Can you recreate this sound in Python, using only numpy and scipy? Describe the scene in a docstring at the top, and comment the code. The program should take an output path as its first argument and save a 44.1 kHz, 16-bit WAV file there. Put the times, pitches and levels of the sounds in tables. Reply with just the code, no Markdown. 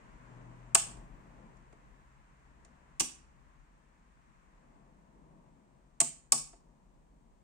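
"""Far traffic rumbles and hisses behind a small quiet room, with one droning engine that swells early
and then draws away, all shaped from noise and slow gains, with a plain tone for the engine.
Close by, a hand turns rotary switches on a metal test set: each step slips, snaps and rattles in
bursts of noise, while decaying tones ring the spring and panel and the room answers.
Between the steps fingers tap the knobs lightly, as soft noise bursts; a faint hiss never stops."""
import sys
import numpy as np
from scipy import signal
from scipy.fft import rfft, irfft, next_fast_len
from scipy.io import wavfile
from scipy.ndimage import uniform_filter1d, minimum_filter1d, map_coordinates

SR = 44100
rng = np.random.default_rng(int(sys.argv[2]) if len(sys.argv) > 2 else 0)


def generate_wav(sig):
    """Save sig (samples, or channels by samples) to the path in sys.argv[1] as 16-bit PCM at SR."""
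    pcm = np.round(np.clip(np.atleast_2d(sig).T, -1, 1) * 32767).astype(np.int16)
    wavfile.write(sys.argv[1], SR, pcm)


N = 327663
TOP_HZ = 15800  # the upper band limit

# Ways the front panel rings. Each row: pitch in Hz, relative level in dB, time to die by 60 dB in seconds.
PANEL = [(879, -4, 0.11), (1020, -1.5, 0.031), (1126, 5.5, .055), (1248, -3, 0.06)]
# The panel's strongest mode, which some steps drive far more than others. Each row: pitch in Hz,
# relative level in dB, time to die by 60 dB in seconds.
CENTRE_MODE = [(682, 1.5, 0.1)]


def amp(db):
    """Decibels to gain."""
    return 10 ** (np.asarray(db) / 20)


def unit(x):
    """x at rms 1."""
    return x / np.sqrt(np.mean(x ** 2) + 1e-20)


def along(points, hz):
    """(Hz, value) points read on a logarithmic frequency axis."""
    point_hz, value = np.transpose(points)
    return np.interp(np.log(hz + 1), np.log(point_hz + 1), value)


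def wobble(rate, size=N):
    """A smooth random curve with this many random knots a second."""
    knots = rng.standard_normal(int(size * rate / SR) + 4)
    return map_coordinates(knots, [np.arange(size) * rate / SR])


def filtered(x, response):
    """x times a response of frequency, with spare silence so that the end does not wrap round."""
    n = x.shape[-1]
    m = next_fast_len(n + SR // 4)
    spectrum = rfft(x, m) * response(np.fft.rfftfreq(m, 1 / SR))
    return irfft(spectrum, m)[..., :n]


def sides(db):
    """Left and right gains for a left-minus-right level difference."""
    return amp(np.array([[.5], [-.5]]) * db)


def noise(spectrum, size):
    """Coloured stereo noise of rms 1, more alike on both sides in the bass than in the treble."""
    # Each row: frequency in Hz, likeness of left and right (1 is identical, 0 unrelated).
    alike = [(60, 0.54), (200, 1), (400, 0.4), (650, 0.28), (1200, 0.32), (2200, 0.11), (3000, 0.042)]

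    def mid_and_side(hz):
        angle = np.arccos(np.clip(along(alike, hz), 0, 1)) / 2
        return amp(along(spectrum, hz)) * [np.cos(angle), np.sin(angle)]

    mid, side = filtered(rng.standard_normal((2, size)), mid_and_side)
    return unit(np.array([mid + side, mid - side]))


def fade(t, rise, t60):
    """A quick rise and an exponential decay from t = 0, both times in seconds."""
    t = np.maximum(t, 0)
    return (1 - np.exp(-t / rise)) * amp(-60 * t / t60)


def ring(modes, t, rise, scatter_db, phase_spread):
    """Damped tones, struck at new strengths and reaching each side in its own phase (radians)."""
    total = 0
    for hz, db, t60 in modes:
        strength = amp(db + scatter_db * rng.standard_normal())
        phase = phase_spread * rng.standard_normal((2, 1))
        total = total + strength * fade(t, rise, t60) * np.sin(2 * np.pi * hz * t + phase)
    return total


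def add(track, s, sound):
    """Mix a sound into the track at time s, cut off at the track's end."""
    part = track[:, round(s * SR):][:, :sound.shape[1]]
    part += sound[:, :part.shape[1]]


def nearness(nearest_s, width_s):
    """Gain that swells and recedes as 1 / distance, as for a source going by on a straight line."""
    return 1 / np.hypot(1, (np.arange(N) / SR - nearest_s) / width_s)


def traffic():
    """Far traffic through the walls: swelling rumble, road noise and hiss, and one droning engine."""
    # Swells of low noise and hiss: vehicles going by, and at 3.5 s perhaps a finger rubbing.
    # Each row: time of the peak in seconds, swell on either side in seconds,
    # rumble in dB, road noise in dB, hiss in dB.
    swells = [(.45, 0.94, -61.5, -59.5, -69), (0.95, 0.09, -53.5, -57.5, -80.5),
              (1.15, 0.3, -58.5, -61, -73.5), (1.95, 0.19, -61.5, -75.5, -85), (2.9, .5, -66, -73, -72.5),
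              (3.5, .15, -66, -67, -75), (4.45, 0.43, -70.5, -96, -73.5), (4.92, 0.25, -70.5, -62.5, -92),
              (5.33, 0.28, -77, -63.5, -86.5), (6.8, 0.99, -69, -69, -93.5)]
    # Colours of the three noises. Each row: frequency in Hz, relative level in dB per Hz.
    rumble_colour = [(15, -31), (26, -9), (35, 2.5), (42, -.5), (50, 2), (58, -11), (70, -14), (80, -20.5),
                     (105, -21), (190, -61)]
    road_colour = [(82, -29.5), (140, -0.5), (216, -3), (423, -13), (611, -13), (663, -11), (739, -16),
                   (950, -11.5), (1200, -19.5), (1560, -47), (2640, -120)]
    tyre_colour = [(500, -11.5), (850, 0), (1040, 5.5), (1250, 0.5), (1800, -0.5), (2600, -7.5),
                   (3400, -17), (5000, -22), (7500, -17.5), (9000, -24), (10500, -41.5), (15000, -47)]
    # Pitch of the drone. Each row: time in seconds, pitch in Hz.
    drone_pitch = [(0, 121.1), (.8, 121.7), (1.4, 125.2), (2, 129.9), (2.9, 134.2), (3.8, 134.3),
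                   (4.7, 130)]
    # Balance of the traffic. Each row: frequency in Hz, left minus right in dB.
    lean = [(40, 2), (130, 6), (550, 4), (1650, 3), (5000, -3), (6500, -6), (8500, 1), (15000, 1)]
    far_rumble_db, far_road_db = -67.5, -73  # the traffic that is always there
    tyre_db, tyre_fade_db_per_s = -64, 2.5  # steady tyre hiss that draws away
    falloff = 1.8  # houses screen the road: the level falls as this power of distance
    engine_nearest_s, engine_width_s, engine_db = 0.52, 0.2, -55.5
    engine_start_s = 0.34  # the drone comes up from silence in this time
    hum_nearest_s, hum_width_s, hum_db = 2.6, 0.93, -71
    lead_s = .00043  # the left side hears the traffic this much earlier

    t = np.arange(N) / SR
    rumble_gain, road_gain = amp(far_rumble_db), amp(far_road_db)
    tyre_gain = amp(tyre_db - tyre_fade_db_per_s * t)
    for s, width_s, swell_rumble_db, swell_road_db, swell_hiss_db in swells:
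        near = nearness(s, width_s) ** falloff
        # separate noises add by power
        rumble_gain = np.hypot(rumble_gain, amp(swell_rumble_db) * near)
        road_gain = np.hypot(road_gain, amp(swell_road_db) * near)
        tyre_gain = np.hypot(tyre_gain, amp(swell_hiss_db) * near)
    rumble = rumble_gain * amp(0.44 * wobble(12.0)) * noise(rumble_colour, N)
    road = road_gain * amp(1.4 * wobble(4.8)) * noise(road_colour, N)
    tyres = tyre_gain * amp(0.23 * wobble(6)) * noise(tyre_colour, N)

    pitch_hz = np.interp(t, *np.transpose(drone_pitch)) + .4 * wobble(32)
    phase = 2 * np.pi * np.cumsum(pitch_hz) / SR
    engine_swell = np.minimum(t / engine_start_s, 1) * nearness(engine_nearest_s, engine_width_s)
    drone = engine_swell * amp(engine_db + 0.96 * wobble(7.2)) * unit(np.sin(phase))
    # the exhaust hums an octave lower as the engine pulls away
    hum_swell = nearness(hum_nearest_s, hum_width_s)
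    hum = hum_swell * amp(hum_db + 2 * wobble(8)) * unit(np.sin(phase / 2))

    # it comes from the left: earlier on that side, and louder there in the bass and middle
    lead = np.array([[.5], [-.5]]) * lead_s
    return filtered(rumble + road + tyres + drone + hum,
                    lambda hz: sides(along(lean, hz)) * np.exp(2j * np.pi * hz * lead))


def mechanism_colour(resonances, octaves, top_db):
    """The shared colour with one step's own broad resonances and brightness, as (Hz, dB) points."""
    # The colour all switch mechanisms share. Each row: frequency in Hz, relative level in dB per Hz.
    mechanism = [(820, -40), (1200, -21), (1550, -23), (2050, -18), (2500, -11.5), (3250, -13.5),
                 (3850, -16.5), (4700, -13), (6200, -11), (7100, -5), (8500, -2.5), (10500, -21.5),
                 (15500, -32)]
    hz = np.geomspace(mechanism[0][0], TOP_HZ, 200)
    peaks = sum(db * np.exp(-(np.log2(hz / centre) / octaves) ** 2) for centre, db in resonances)
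    top = top_db / (1 + (9800 / hz) ** 20)  # acts above about 9800 Hz
    return np.column_stack([hz, along(mechanism, hz) + peaks + top])


def detent(t, colour, ring_db):
    """One blow of the detent on its notch: a crack and the short ring of the spring."""
    # The detent spring. Each row: pitch in Hz, relative level in dB, time to die by 60 dB in seconds.
    spring = [(2500, -32, .01), (3170, -32, 0.008), (5600, -14, 0.0018), (7250, -7.5, 0.0054),
              (7950, -2, 0.003), (8130, -6, .0042), (13500, -21, 0.0023)]
    crack = amp(-13.5) * fade(t, .0001, .003) * noise(colour, len(t))
    return crack + amp(ring_db) * ring(spring, t, rise=.00018, scatter_db=1.0, phase_spread=.35)


def bending(x, delay):
    """Bending waves in sheet metal travel as the root of frequency: the bass trails the 8 kHz snap."""
    return filtered(x, lambda hz: np.exp(-2j * np.pi * delay * (2 * np.sqrt(8000 * hz) - hz)))


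def reverberation(sound):
    """The room's diffuse answer: noise in which each frequency dies at its own speed."""
    # How long the room rings. Each row: frequency in Hz, time to die by 60 dB in seconds.
    decay = [(150, 0.62), (700, 0.46), (2000, 0.41), (7000, .33), (10000, 0.29), (15000, 0.21)]
    # Colour of the answer. Each row: frequency in Hz, relative level in dB.
    room_colour = [(80, -22), (150, 3.5), (300, -3.5), (600, -4.5), (1500, -1.5), (3000, 1), (8000, 2.5),
                   (14000, 3)]
    bench_db, walls_s, echo_grain_db = -3, .019, 1.3

    hz, s, z = signal.stft(rng.standard_normal(sound.shape), SR, nperseg=512)
    z = z * amp(along(room_colour, hz)[:, None] - 60 * s / along(decay, hz)[:, None])
    tail = signal.istft(z, SR, nperseg=512)[1]
    t = np.arange(tail.shape[1]) / SR
    # the bench answers at once, the walls a little later
    bench = amp(bench_db) * np.clip(t / 0.0026, 0, 1)
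    walls = np.clip((t - walls_s) / .003, 0, 1)
    tail = tail * np.maximum(bench, walls)
    tail = tail * amp(echo_grain_db * wobble(250, size=len(t)))  # uneven echoes
    tail = tail / np.linalg.norm(tail[0])
    return signal.fftconvolve(sound, tail, axes=1)[:, :sound.shape[1]]


def echoes(sound):
    """Distinct echoes from nearby hard surfaces, each reaching the two sides a little apart."""
    # Each row: delay in seconds, level in dB relative to the diffuse answer's full strength.
    surfaces = [(.0235, -15), (.0285, -16), (.0335, -16)]
    out = np.zeros_like(sound)
    for delay_s, db in surfaces:
        arrivals = delay_s + .0003 * rng.standard_normal((2, 1))
        out += amp(db) * filtered(sound, lambda hz: np.exp(-2j * np.pi * hz * arrivals))
    return out


def switches():
    """The detent slides off its crest, snaps home and rebounds; the shaft knocks panel and case."""
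    # Switch steps. Each row: time in seconds, snap in dB, spring ring in dB, slip in dB, slip lead in seconds,
    # rattle in dB, rattle length in seconds, knock lag in seconds, centre mode in dB, side mode in dB,
    # panel in dB, panel edge in dB, chassis in dB, case thump in dB, room boom in dB, room answer in dB,
    # left minus right in dB, low resonance in Hz, its level in dB, high resonance in Hz, its level in dB,
    # half width of both in octaves, treble above about 9800 Hz in dB.
    steps = [(0.7489, 2, -1, -12, 0.0016, -13.5, 0.009, 0.00052, -29.5, -33, -30, -34.5, -61, -40, -52, -9, 0.5, 1480, 11.5, 2590, 6, .2, -1.5),
             (2.9985, -11, -17, -21, 0.0016, -22.5, 0.015, 0.00353, -59, -37, -44.5, -72, -42, -41.5, -56, -8, 0.5, 3000, 3.5, 5900, 4, 0.18, 1),
             (6.0041, 2.5, -4, -16.5, 0.0022, -19, 0.011, 0.00067, -35, -43.5, -36.5, -58, -49, -42, -42, -9.5, 0.5, 2550, 1, 7740, 3.5, 0.22, -6),
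             (6.322, 4, -2.5, -15, 0.0019, -21, 0.01, 0.001445, -41.5, -35, -37, -63, -61.5, -38, -41.5, -9, 1.5, 1574, -4, 5300, 8.5, 0.33, 7)]
    # Spring rebounds. Each row: time in seconds, level in dB.
    rebounds = [(0.7506, -1.5), (0.7535, -7), (0.7568, -14), (3.0018, -11.5), (3.0101, -13.5),
                (6.0104, -17.5), (6.014, -13), (6.0147, -14), (6.327, -26), (6.328, -12.5)]
    # Ringing metal and room: a second strong mode, the panel's higher modes, the chassis, the room's boom.
    # Each row: pitch in Hz, relative level in dB, time to die by 60 dB in seconds.
    side_mode = [(807.3, 0, 0.063)]
    panel_edge = [(1227, -0.5, .08), (1467, -4.5, .09), (1543, -3, 0.11), (1767, -6, .08)]
    chassis = [(183, -4, 0.079), (253, -4.5, .32), (320, 2, 0.13)]
    room_modes = [(147, -2, 0.31), (162, -7, .3), (233.35, -5, 0.25)]
    # Colour of the case thump. Each row: frequency in Hz, relative level in dB per Hz.
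    case_colour = [(60, -34.5), (130, -8.5), (240, -5), (380, -1.5), (520, -9.5), (900, -3), (1350, -12.5),
                   (1800, -18), (4000, -49)]
    rattle_rate, rattle_grain_db = 900, 3  # random knots a second and their scatter in strength

    out = np.zeros((2, N))
    t = np.arange(-SR // 100, SR // 2) / SR  # seconds from the snap
    for (s, snap_db, ring_db, slip_db, lead_s, rattle_db, rattle_s, lag_s, centre_db, side_db,
         panel_db, edge_db, chassis_db, case_db, boom_db, room_db, pan_db,
         low_hz, low_db, high_hz, high_db, octaves, top_db) in steps:
        colour = mechanism_colour([(low_hz, low_db), (high_hz, high_db)], octaves, top_db)
        slip = amp(slip_db) * fade(t + lead_s, 0.00086, 0.016) * noise(colour, len(t))

        # the snap, then every listed rebound within the next half second
        blows = [(s, snap_db)] + [(at, db) for at, db in rebounds if 0 < at - s < t[-1]]
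        snap = sum(amp(db) * detent(t - (at - s), colour, ring_db) for at, db in blows)

        grain = amp(rattle_grain_db * wobble(rattle_rate, size=len(t)))
        contacts = unit(grain * noise(colour, len(t)))
        rattle_shape = np.clip(t / 0.0014, 0, 1) * np.exp(-(t / rattle_s) ** 2)
        rattle = amp(rattle_db) * rattle_shape * contacts

        # each step drives the modes of the metal in its own mix
        struck = t - lag_s
        parts = [(side_db, side_mode), (panel_db, PANEL), (edge_db, panel_edge), (chassis_db, chassis)]
        metal = sum(amp(db) * ring(modes, struck, rise=0.00071, scatter_db=1.5, phase_spread=0.13)
                    for db, modes in parts)
        centre = amp(centre_db) * ring(CENTRE_MODE, struck, rise=.003, scatter_db=1.5, phase_spread=0.13)
        case = amp(case_db) * fade(struck, 0.0004, 0.15) * noise(case_colour, len(t))

        click = bending(slip + snap + rattle + metal + centre + case, delay=.001)
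        boom = amp(boom_db) * ring(room_modes, t - .008, rise=0.016, scatter_db=1.0, phase_spread=.3)
        answer = amp(room_db) * (reverberation(click) + echoes(click))
        add(out, s + t[0], sides(pan_db) * (click + boom + answer))
    return out


def fingers():
    """Fingertips knock dully on the knobs, which sound the panel and tick in their play."""
    # Light finger contacts. Each row: start in seconds, knock in dB, tick in dB.
    taps = [(0.969, -57.5, -58), (1.569, -72.5, -70), (1.726, -58.5, -65), (2.648, -66, -55.5),
            (5.46, -67.5, -87), (6.529, -58, -70)]
    # Colours of the dull knock and the tick. Each row: frequency in Hz, relative level in dB per Hz.
    knock_colour = [(100, -25), (250, 9), (700, 7), (1200, -4), (2200, -4), (8000, -47)]
    tick_colour = [(1500, -7), (3000, -8), (4000, -12), (5500, -6), (7500, -2.5), (9000, -6), (10500, -44),
                   (15000, -32)]

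    out = np.zeros((2, N))
    t = np.arange(SR // 2) / SR
    for s, knock_db, tick_db in taps:
        panel = amp(-5) * ring(PANEL, t, rise=.002, scatter_db=1.5, phase_spread=0.24)
        centre = amp(-0.5) * ring(CENTRE_MODE, t, rise=0.0017, scatter_db=1.0, phase_spread=0.42)
        knock = amp(2) * fade(t, 0.00088, 0.093) * noise(knock_colour, len(t)) + panel + centre
        tick_shape = fade(t, 0.00065, 0.033) + amp(-19) * fade(t, 0.0086, 0.33)  # short, with a faint tail
        tick = tick_shape * noise(tick_colour, len(t))
        add(out, s, bending(amp(knock_db) * knock + amp(tick_db) * tick, delay=0.001047))
    return out


def causal(gain):
    """The response with this gain that rings only after a blow (minimum phase)."""
    cepstrum = irfft(np.log(gain))
    half = cepstrum.shape[-1] // 2
    # fold the part before time zero onto the part after it
    fold = np.r_[1, np.full(half - 1, 2), 1, np.zeros(half - 1)]
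    return np.exp(rfft(cepstrum * fold))


def scene():
    """Switches and fingers over the traffic and a faint steady hiss."""
    # The two microphone ports resonate apart. Each row: frequency in Hz, left minus right in dB.
    ports = [(100, 3.5), (300, 2.5), (600, 3), (1200, 0), (3700, -3), (5200, -4), (6500, -8), (7400, -9),
             (8500, 6.5), (10000, 2.5), (12000, -2.5)]
    # Colour of the hiss. Each row: frequency in Hz, relative level in dB per Hz.
    hiss_colour = [(1000, 4), (3000, -2), (5000, -5.5), (7500, -0.5), (9000, -2.5), (10500, -22),
                   (15000, -20)]
    near = filtered(switches() + fingers(), lambda hz: causal(sides(along(ports, hz))))
    return near + traffic() + amp(-81.0) * noise(hiss_colour, N)


def record(dry):
    """The camera holds down the highest peaks, then cuts steeply above its band limit."""
    ceiling = .8  # of full scale, ahead of the cut
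    needed = ceiling / np.maximum(np.abs(dry).max(axis=0), ceiling)
    # the gain dips smoothly around each peak
    gain = uniform_filter1d(minimum_filter1d(needed, size=33), size=33)
    return filtered(dry * gain, lambda hz: 1 / np.sqrt(1 + (hz / TOP_HZ) ** 120))


dry = scene()
out = record(dry)
generate_wav(out)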